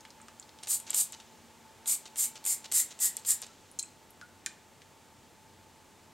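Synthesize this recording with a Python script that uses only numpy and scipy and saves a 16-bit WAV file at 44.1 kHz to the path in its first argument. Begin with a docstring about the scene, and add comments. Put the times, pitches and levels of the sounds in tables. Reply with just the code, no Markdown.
"""Rinsing a steel ball

A trigger spray bottle rinses a steel ball over a plastic bucket of water. In eight short squirts the jet breaks
into hissing mist; the trigger clicks, and the piston rasps as it is primed and as its spring returns it. Drops
fall from the ball and slap the water, some trapping a bubble that rings. The bucket and a small workshop
reflect the sound, and a fan whirs faintly."""
import sys
import numpy as np
from scipy import signal
from scipy.fft import rfft, irfft, next_fast_len
from scipy.io import wavfile
from scipy.ndimage import uniform_filter1d

SR = 44100
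rng = np.random.default_rng(int(sys.argv[2]) if len(sys.argv) > 2 else 0)


def generate_wav(sig):
    """Save sig (samples, or channels by samples) to the path in sys.argv[1] as 16-bit PCM at SR."""
    pcm = np.round(np.clip(np.atleast_2d(sig).T, -1, 1) * 32767).astype(np.int16)
    wavfile.write(sys.argv[1], SR, pcm)


N = 270332

# Squeezes of the trigger, with relative levels: (time [s], pressure rise [s], stroke length [s],
# hiss [dB], click [dB], nozzle whistle [Hz], hollow note [Hz], hollow note level [dB])
SQUEEZES = [ (0.672, 0.031, 0.069, -26.5, -38.5, 8950, 3380, -37),
            (0.93, .044, .075, -24, -48, 8600, 3850, -33), (1.858, 0.022, 0.071, -27, -41, 8130, 2250, -26),
            (2.158, 0.035, 0.079, -26.5, -41, 7210, 2180, -26),
            (2.441, 0.039, 0.081, -27, -44, 7300, 2140, -23.5),
            (2.7161, 0.032, 0.081, -23, -35.5, 7600, 1990, -24),
            (2.990, 0.033, 0.068, -23.5, -44.5, 7600, 1910, -23.5),
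            (3.249, 0.044, 0.062, -24, -42, 7600, 1850, -23.5), ]
# Spectrum of the mist's hiss: (frequency [Hz], spectral level [dB])
MIST_SPECTRUM = [(590, -38.5), (1000, -28.5), (1180, -22.5), (1610, -28), (1910, -23.5), (2620, -21.5),
                 (4730, -13.5), (5500, -12), (7440, -1.5), (8750, 0.5), (10300, -7), (12500, -11),
                 (15500, -25), (16000, -32)]
# Resonances of the nozzle head: (frequency [Hz], bandwidth [Hz], gain [dB])
NOZZLE_MODES = [(5120, 890, -15.5), (7150, 130, 0.5), (7714, 170, 2), (8615, 110, 1.5), (9460, 180, -4),
                (11400, 480, -5), (12200, 270, -5), (12700, 210, -15)]
# Response of the plastic housing: (frequency [Hz], spectral level [dB])
PLASTIC_SPECTRUM = [(150, -31), (450, -6), (1000, -6.5), (2000, -6), (3100, -0.5), (4000, 0), (5100, -2.5),
                    (7000, 0.5), (9500, -13), (14000, -26)]


def amp(db):
    """Amplitude ratio of a level in decibels."""
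    return 10 ** (np.asarray(db) / 20)


def unit_rms(x):
    """Normalise to rms 1."""
    return x / np.sqrt(np.mean(x ** 2) + 1e-20)


def unit_peak(x):
    """Normalise so that the loudest millisecond has rms 1."""
    return x / np.sqrt(uniform_filter1d(x ** 2, size=44).max() + 1e-20)


def curve_at(points, hz):
    """Interpolate (frequency [Hz], value) points on a logarithmic frequency axis."""
    freqs, values = np.transpose(points)
    return np.interp(np.log(hz + 1), np.log(freqs + 1), values)


def add(track, start, x):
    """Superpose x on the track from start [s] on."""
    part = track[max(round(start * SR), 0):][:len(x)]
    part += x[:len(part)]


def filtered(x, response):
    """Linear filtering: multiply the spectrum of x by a complex frequency response."""
    n = x.shape[-1]
    size = next_fast_len(n + 8192)
    return irfft(rfft(x, size) * response(np.fft.rfftfreq(size, 1 / SR)), size)[..., :n]


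def coloured(x, spectrum):
    """Minimum-phase filtering by a curve of (frequency [Hz], gain [dB])."""
    size = 1024
    gain = amp(curve_at(spectrum, np.fft.rfftfreq(size, 1 / SR)))
    cepstrum = irfft(np.log(gain + 1e-6))
    cepstrum[1:size // 2] *= 2  # folding the cepstrum makes the filter causal
    cepstrum[size // 2 + 1:] = 0
    return signal.fftconvolve(x, irfft(np.exp(rfft(cepstrum))))[:len(x)]


def resonate(x, modes):
    """Forced response of parallel damped modes: (frequency [Hz], bandwidth [Hz], gain [dB])."""
    return filtered(x, lambda f: sum(amp(db) * 1j * f * width / (hz * hz - f * f + 1j * f * width)
                                     for hz, width, db in modes))


def grains(n, rate, scatter_db):
    """Shot noise: random impulses of log-normal size, rate per second on average, rms 1."""
    impulses = (rng.random(n) < rate / SR) * rng.choice([-1, 1], n)
    return unit_rms(impulses * amp(scatter_db * rng.standard_normal(n)))


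def burst(t60):
    """Exponentially damped noise, falling 60 dB in t60 seconds."""
    t = np.arange(SR // 10) / SR
    return rng.standard_normal(len(t)) * amp(-60 * t / t60)


def fan(shift_at_s=3.49, shift_s=0.015):
    """Flow noise: a broadband rush with narrow whirs; the background's levels step once after the spraying."""
    # Rush of air: (frequency [Hz], spectral level [dB])
    air_spectrum = [(25, -30), (45, -4), (80, 0), (170, 0.5), (320, 0), (600, -2), (1000, -4), (1500, -7.5),
                    (3000, -10), (5500, -13), (7600, -11.5), (9500, -17.5), (16000, -23.5)]
    # Likeness of the rush in the two ears: (frequency [Hz], correlation [ratio])
    correlation = [(60, 0.18), (180, 0.69), (550, 0.79), (1650, 0.97), (4970, 0.97), (15000, 0.89)]
    # Whirs: (frequency [Hz], half-width [Hz], level before the shift [dB], level after it [dB])
    whirs = [(879.8, 29, -63.5, -67), (231.6, 6.3, -69.5, -79), (91.6, 6.4, -75.5, -72),
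             (214, 160, -91, -69)]

    def level(before_db, after_db):
        return amp(np.interp(np.arange(N) / SR, [shift_at_s, shift_at_s + shift_s], [before_db, after_db]))

    def mid_side_gains(hz):
        angle = np.arccos(np.clip(curve_at(correlation, hz), -1, 1)) / 2
        return amp(curve_at(air_spectrum, hz)) * [np.cos(angle), np.sin(angle)]

    mid, side = filtered(rng.standard_normal((2, N)), mid_side_gains)
    air = unit_rms(np.array([mid + side, mid - side])) * level(before_db=-58, after_db=-59.5)
    for hz, width, before_db, after_db in whirs:
        whir = filtered(rng.standard_normal(N), lambda f: 1 / (1 + ((f - hz) / width) ** 2))
        air += unit_rms(whir) * level(before_db, after_db)
    return air


def workshop(x, side_gain=0.014):
    """Reverberation: each frequency decays at its own rate, nearly alike in both ears."""
    # Decay of the room: (frequency [Hz], reverberation time [s])
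    decay_times = [(300, 0.24), (2000, 0.49), (8000, 0.24), (15000, 0.18)]
    hz, t, noise = signal.stft(rng.standard_normal((2, SR // 2)), SR, nperseg=256)
    decay = amp(-60 * t / curve_at(decay_times, hz)[:, None])
    tail = signal.istft(noise * decay, SR, nperseg=256)[1]
    tail *= np.arange(tail.shape[1]) / SR > 0.005  # delay of the first reflection
    mid, side = signal.fftconvolve(x[None], tail / np.linalg.norm(tail[0]), axes=1)[:, :N]
    return np.array([mid + side_gain * side, mid - side_gain * side])


def bucket(x, echo_db=-7, t60=0.046):
    """Multiple reflection between the walls and the water adds dense, brief echoes to the sound."""
    t = np.arange(SR // 10) / SR
    echoes = grains(len(t), rate=2600, scatter_db=-1.0) * amp(-60 * t / t60) * (t > 0.001)
    return x + amp(echo_db) * signal.fftconvolve(x, echoes / np.linalg.norm(echoes))[:N]


def settling_mist(level_db=-36, fade_db_per_s=22):
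    """Many tiny impacts sum to a faint, fading patter as mist lands on the water and the bucket."""
    out = np.zeros(N)
    t = np.arange(SR) / SR
    for start, _, length, db, *_ in SQUEEZES:
        impacts = grains(SR, rate=900, scatter_db=1.5) + rng.standard_normal(SR)
        envelope = np.minimum(t / length, 1) * amp(db + level_db - fade_db_per_s * t)
        add(out, start, envelope * unit_rms(coloured(impacts, PLASTIC_SPECTRUM)))
    return out


def dribble(until_s=1.1, drops_per_s=10, db=-45.5, centre_hz=4000, width_hz=4000):
    """Fine drops leave the wet ball at random: rows for drop_impacts, within an octave of centre_hz."""
    draws = rng.random((round(until_s * drops_per_s), 2))
    return [(until_s * when, db, centre_hz * 2 ** (2 * pitch - 1), width_hz) for when, pitch in draws]


def drop_impacts(splash_gain=0.16):
    """Impact sound: each drop gives the water one sharp pressure pulse and a little splash."""
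    # Drops striking the water: (time [s], peak level [dB], band centre [Hz], bandwidth [Hz])
    drops = [(0.0516, -41.5, 2350, 3000), (.105, -43, 5430, 5000), (.201, -49.5, 1570, 1200),
             (.216, -44.5, 7760, 1800), (0.284, -42, 2200, 4000), (.4264, -46, 4500, 4000),
             (3.7145, -45, 9900, 1990), (3.7893, -28.5, 7650, 1300), (3.794, -23, 6960, 5900),
             (3.8275, -40, 8600, 3000), (4.1061, -46.5, 12300, 4000), (4.2133, -41.5, 2000, 5030),
             (4.462, -23, 4300, 7200), (4.8189, -44.5, 2570, 3480)]
    slap_spectrum = [(600, -26), (1150, -2), (1600, -2), (8500, 1.5), (10500, -3), (15000, -11)]
    out = np.zeros(N)
    for start, db, hz, width in drops + dribble():
        splash = burst(t60=0.0032) + 0.36 * burst(t60=0.045)
        pulse = signal.unit_impulse(len(splash)) + splash_gain * splash
        band = [(hz, width, 0)]
        slap = resonate(resonate(pulse, band), band)
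        add(out, start, amp(db) * unit_peak(coloured(slap, slap_spectrum)))
    return out


def bubbles(pitch_rise=0.043, attack_s=0.00011):
    """Bubble resonance: trapped air rings as a damped oscillator, sharpening as it nears the surface."""
    # Trapped bubbles: (time [s], starting pitch [Hz], level [dB], 60 dB decay time [s])
    trapped = [(0.054, 2930, -48, 0.043), (0.284, 1220, -47.5, 0.028), (0.398, 7300, -27, 0.0057),
               (.428, 4320, -48.5, .025), (3.49, 1340, -59, 0.26), (3.7893, 6600, -23, 0.013),
               (3.7946, 4130, -31, 0.019), (3.8278, 7880, -21.5, 0.0068), (3.837, 2520, -45.5, .035),
               (4.214, 1530, -43, 0.042), (4.225, 1437, -42.5, 0.14), (4.462, 1814, -32, 0.042),
               (4.469, 1534, -41, 0.059), (4.462, 2410, -32, 0.028), (4.462, 7200, -23, 0.011),
               (4.462, 4360, -40, 0.02)]
    out = np.zeros(N)
    t = np.arange(SR // 4) / SR
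    for start, hz, db, t60 in trapped:
        pitch = hz * (1 + pitch_rise * np.minimum(t / t60, 1))
        envelope = amp(db - 60 * t / t60) * (1 - np.exp(-t / attack_s))
        add(out, start, envelope * np.sin(2 * np.pi * np.cumsum(pitch) / SR))
    return out


def piston(rasp_s=0.028, rasp_db=-5):
    """Stick-slip friction: the piston rasps in the housing as the trigger is primed and as the spring pushes it
    back."""
    # Rubs of the piston in its bore: (time [s], relative level [dB])
    rasps = [(0.627, -48), (0.866, -47), (0.894, -44.5), (.929, -41), (1.125, -45.5), (2.056, -49.5),
             (2.353, -47), (2.639, -44), (2.904, -47), (3.173, -51.5), (3.422, -43)]
    out = np.zeros(N)
    n = int(rasp_s * SR)
    envelope = signal.windows.tukey(n, 0.3) * amp(np.linspace(0, -4, n))
    for start, db in rasps:
        slips = grains(n, rate=1100, scatter_db=2.5) + 0.44 * rng.standard_normal(n)
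        rasp = coloured(np.pad(slips * envelope, (0, n)), PLASTIC_SPECTRUM)
        add(out, start, amp(db + rasp_db) * unit_rms(rasp))
    return out


def trigger(pull_snap_db=1.5):
    """Impulsive excitation: each snap of the trigger rings the nozzle head and knocks the housing."""
    # Further trigger clicks and spits of the pump: (time [s], nozzle snap [dB], housing knock [dB])
    clicks = [(0.634, -39, -42.5), (0.6807, -38, -48), (0.8001, -35, -49.5), (0.9045, -22.5, -44),
              (0.945, -21, -37), (1.1227, -35, -50), (1.2001, -63, -45.5), (1.877, -26, -44),
              (1.898, -25, -40.5), (1.922, -23.5, -59), (2.055, -63, -44), (2.2565, -25, -50),
              (2.356, -51, -46), (2.452, -26, -42), (2.463, -23.5, -37.5), (2.722, -23, -37.5),
              (3.1679, -24, -42.5), (3.3056, -16.5, -48), (3.418, -31, -47), (3.4655, -45, -50.5)]
    pulls = [(start, click_db + pull_snap_db, click_db) for start, _, _, _, click_db, *_ in SQUEEZES]
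    out = np.zeros(N)
    for start, snap_db, knock_db in pulls + clicks:
        ring = unit_peak(coloured(resonate(burst(t60=0.0021), NOZZLE_MODES), MIST_SPECTRUM))
        puff = unit_peak(coloured(burst(t60=0.0038), MIST_SPECTRUM))
        snap = unit_peak(ring + 0.44 * puff)
        knock = unit_peak(coloured(burst(t60=0.052), PLASTIC_SPECTRUM))
        add(out, start, amp(snap_db) * snap + amp(knock_db) * knock)
    return out


def jet_flow(t, rise, length, valve_delay_s=0.0042, ease_s=0.015, drain_db_per_s=535):
    """Pressure-driven flow: it swells once the valve opens, holds for the stroke, then drains."""
    swell = np.clip((t - valve_delay_s) / rise, 0, 1) ** 1.08
    draining_s = np.hypot(np.maximum(t - length, 0), ease_s) - ease_s
    return swell * amp(-drain_db_per_s * draining_s)


def jet_noise(n):
    """Atomisation: the jet tears into droplets, giving hiss and patter of equal power."""
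    return rng.standard_normal(n) + grains(n, rate=3500, scatter_db=3.5)


def spray(hiss_db=-4, ring_db=-1, whistle_db=-6, hollow_db=-5, linger_s=0.046,
          whistle_width_hz=200, hollow_width_hz=380):
    """Resonance driven by noise: the hissing jet rings in the nozzle head, and the settling spray rings a
    hollow note in fine bubbles on the water."""
    out = np.zeros(N)
    n = SR // 3
    t = np.arange(n) / SR
    treble_shelf = [(9000, 0), (12000, -1.5)]
    for start, rise, length, db, _, whistle_hz, note_hz, note_db in SQUEEZES:
        flow = amp(db + hiss_db) * jet_flow(t, rise, length)
        # the nozzle's resonant frequencies shift a little with every squeeze
        detune = 1 + 0.013 * rng.standard_normal((len(NOZZLE_MODES), 1)) * [1, 0, 0]
        ring = resonate(jet_noise(n), np.array(NOZZLE_MODES) * detune)
        ring = unit_rms(filtered(ring, lambda f: 1 / (1 + (4000 / (f + 1)) ** 4)))  # high-pass
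        whistle = resonate(jet_noise(n), [(whistle_hz, whistle_width_hz, 0)])
        whistle = unit_rms(coloured(whistle, MIST_SPECTRUM))
        hiss = unit_rms(coloured(jet_noise(n), MIST_SPECTRUM))
        mist = hiss + amp(ring_db) * ring + amp(whistle_db) * whistle
        add(out, start, coloured(flow * mist, treble_shelf))
        # droplets keep landing for a moment after the jet has left the nozzle
        landing = signal.fftconvolve(flow, np.exp(-t / linger_s) / (linger_s * SR))[:n]
        band = [(note_hz, hollow_width_hz, 0)]
        hollow_note = unit_rms(resonate(resonate(jet_noise(n), band), band))
        add(out, start, amp(note_db + hollow_db) * (flow + landing) * hollow_note)
    return out


def scene(reverb_db=-12.5):
    """Superposition: the nearby bottle and drips, their reverberation and the fan."""
    bottle = spray() + settling_mist() + trigger() + piston()
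    water = bucket(drop_impacts() + bubbles())
    direct = bottle + water
    return direct + workshop(amp(reverb_db) * direct) + fan()


def record(dry, phase_rad=1.46, cutoff_hz=15800):
    """Phase difference and band limit: left and right part slightly in the treble, then are low-passed."""
    # Left-right difference against the common sound: (frequency [Hz], level [dB])
    side_spectrum = [(2000, -75), (4500, -60), (5700, -15), (7000, -15), (8000, -20), (9300, -20.5),
                     (10000, -33), (12000, -40), (14000, -60)]
    common = dry.mean(axis=0)
    side = filtered(common, lambda hz: np.exp(1j * phase_rad) * amp(curve_at(side_spectrum, hz)))
    return filtered(dry + np.array([side, -side]), lambda hz: hz < cutoff_hz)


dry = scene()
out = record(dry)
generate_wav(out)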